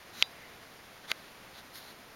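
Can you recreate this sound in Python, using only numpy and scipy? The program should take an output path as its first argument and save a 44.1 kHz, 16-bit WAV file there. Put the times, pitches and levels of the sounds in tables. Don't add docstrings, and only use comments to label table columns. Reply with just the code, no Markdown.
import sys
import numpy as np
from scipy import signal
from scipy.fft import rfft, irfft
from scipy.io import wavfile

SR = 44100
rng = np.random.default_rng(int(sys.argv[2]) if len(sys.argv) > 2 else 0)


def wav_record(signal):
    frames = np.transpose(np.atleast_2d(signal))
    bounded = np.clip(frames, -1, 1)
    quanta = np.round(bounded * 32767).astype(np.int16)
    wavfile.write(sys.argv[1], SR, quanta)


N = 94815
TIME = np.arange(N) / SR
FREQS = np.fft.rfftfreq(N, 1 / SR)

# frequency in Hz, level in dB per Hz.
AIR_SPECTRUM = [(20, -91.5), (50, -90), (100, -87), (200, -85.5), (400, -87), (700, -86), (1000, -87.5),
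                (1300, -88), (2100, -89), (2800, -92.5), (4500, -95.5), (6500, -99.5), (9000, -101.5),
                (11000, -102.5), (13000, -103.7), (16000, -109)]
# time of the snap in seconds, its gain
# in dB, length of the slide before it in seconds, swell of that slide in dB.
CONTROL_MOVES = [(0.2245, 0, 0.091, 14), (1.1159, -1, 0.038, 12)]
# frequency in Hz, dB per Hz pressed, dB per Hz let go.
SCRAPE_SPECTRUM = [(300, -89.5, -88), (1400, -80, -73), (2080, -79, -72), (2820, -82.5, -87),
                   (3530, -82, -68.5), (4000, -71.5, -74), (4600, -83, -77.5), (5500, -82.5, -84),
                   (6600, -82, -82), (9200, -93.5, -87), (10700, -89, -86), (11900, -85, -90),
                   (13200, -92, -94), (16000, -94, -92)]
# frequency in Hz, seconds to fall 60 dB, level in dB pressed,
# level in dB let go (both before the snap's gain).
SHELL_MODES = [(510, 0.0044, -29, -23.5), (1310, 0.0087, -22.5, -22.5), (1578, 0.016, -32.5, -25.5),
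               (2050, 0.013, -16, -17.5), (2420, 0.0042, -3.5, -9.5), (3260, 0.0033, 0.5, -10),
               (3990, 0.01, -12.5, -19.5), (4640, 0.0072, -13.5, -20), (5730, 0.0043, -15.5, -24.5),
               (6800, 0.0034, -20, -21.5), (9599, 0.0053, -29.5, -33), (11500, 0.0028, -28, -22.5),
               (12164, 0.0019, -46, -28)]
SPRING_PITCHES = [3560, 3688, 3930, 4824]
# level in dB, seconds to fall 60 dB.
SPRING_DECAYS = [(-44, .1), (-39, 0.1), (-41.5, 0.18), (-47.5, 0.23)]
# start, attack, hold and release, all in seconds.
SWISH_TIMING = (0.25, 0.11, 0.13, 0.11)
# start, attack, hold and release in seconds,
# gain in dB, treble tilt in dB per octave.
FINGER_STROKES = [(1.027, 0.021, 0.0054, 0.01, -5, -12), (1.115, 0.052, 0.1, 0.055, -12, -3.5),
                  (1.517, .06, 0.0087, 0.043, -2.5, -3), (1.725, 0.032, .02, 0.039, -1, 2),
                  (1.791, 0.023, 0.092, .04, -6.5, -1)]
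# frequency in Hz, dB per Hz before a stroke's gain and tilt.
SKIN_SPECTRUM = [(400, -104), (1500, -84.5), (2100, -87), (2700, -104), (7000, -104), (16000, -102)]
# centre in Hz, width in Hz, dB per Hz before gain and tilt.
CASING_RESONANCES = [(3540, 450, -85), (4170, 660, -81), (6550, 650, -92), (9700, 470, -89),
                     (11200, 550, -92.5), (12850, 650, -90.5)]


def from_db(db):
    return 10 ** (np.asarray(db) / 20)


def unit_power(x):
    return x / np.sqrt(np.mean(x ** 2) + 1e-20)


def curve(points):
    hz, db = np.transpose(points)
    return from_db(np.interp(np.log(FREQS + 1), np.log(hz), db))


def colour(white, gain):
    return irfft(rfft(white) * gain, N) * np.sqrt(SR / 2)


def distant_air(waver_db=0.48, waver_below_hz=18):
    waver = unit_power(colour(rng.standard_normal(N), 1 / (1 + (FREQS / waver_below_hz) ** 2)))
    rush = colour(rng.standard_normal(N), curve(AIR_SPECTRUM))
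    return from_db(waver_db * (waver - waver.mean())) * rush


def friction(spread_db, hiss_gain, slips_per_s=7000):
    sizes = from_db(spread_db * np.minimum(rng.exponential(1, N), 4))
    signs = rng.choice([-1, 1], N)
    slipping = rng.random(N) < slips_per_s / SR
    return unit_power(unit_power(sizes * signs * slipping) + hiss_gain * rng.standard_normal(N))


def control_slides():
    out = 0
    for move, (snap_s, _, slide_s, swell_db) in enumerate(CONTROL_MOVES):
        travel_left = (snap_s - TIME) / slide_s
        sliding = (travel_left > 0) & (travel_left < 1)
        pressure = from_db(-swell_db * np.clip(travel_left, 0, 1)) * sliding
        spectrum = curve([(hz, db[move]) for hz, *db in SCRAPE_SPECTRUM])
        out += pressure * colour(friction(spread_db=2, hiss_gain=0.66), spectrum)
    return out


def ring(start, hz, db, t60):
    age = np.maximum(TIME - start, 0)
    return from_db(db - 60 * age / t60) * np.sin(2 * np.pi * hz * age)


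def control_snaps(seat_delay_s=0.0031, seat_db=-28):
    out = 0
    for move, (snap_s, snap_db, *_) in enumerate(CONTROL_MOVES):
        for k, (hz, t60, *mode_db) in enumerate(SHELL_MODES):
            level_db = snap_db + mode_db[move]
            strike = ring(snap_s, hz, level_db, t60)
            seat = ring(snap_s + seat_delay_s, hz, level_db + seat_db, t60)
            out += (-1) ** k * (strike + seat)
    return out


def spring_ring():
    press_s = CONTROL_MOVES[0][0]
    return sum(ring(press_s, hz, db, t60) for hz, (db, t60) in zip(SPRING_PITCHES, SPRING_DECAYS))


def envelope(start, attack, hold, release):
    return np.interp(TIME, start + np.cumsum([0, attack, hold, release]), [0, 1, 1, 0])


def resonance(hz, width_hz, db):
    return from_db(db) * FREQS * width_hz / np.hypot(FREQS ** 2 - hz ** 2, FREQS * width_hz)


def swish():
    band = resonance(hz=2000, width_hz=360, db=-84.5)
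    return envelope(*SWISH_TIMING) * colour(rng.standard_normal(N), band)


def finger_brushes(pivot_hz=4200):
    casing_power = sum(resonance(*peak) ** 2 for peak in CASING_RESONANCES)
    spectrum = np.sqrt(curve(SKIN_SPECTRUM) ** 2 + casing_power)
    rubbing = friction(spread_db=4, hiss_gain=0.8)
    octaves = np.log2(np.hypot(FREQS / pivot_hz, 0.5))
    out = 0
    for *timing, gain_db, tilt_db in FINGER_STROKES:
        out += envelope(*timing) * colour(rubbing, spectrum * from_db(gain_db + tilt_db * octaves))
    return out


def scene():
    return (distant_air() + control_slides() + control_snaps() + spring_ring()
            + swish() + finger_brushes())[None]


def record(dry, notch_hz=7920, notch_width_hz=1780, cutoff_hz=15900):
    notch = signal.iirnotch(notch_hz, notch_hz / notch_width_hz, fs=SR)
    top_cut = signal.ellip(10, 0.1, 70, cutoff_hz, fs=SR, output="sos")
    return signal.sosfilt(top_cut, signal.lfilter(*notch, dry))


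dry = scene()
out = record(dry)
wav_record(out)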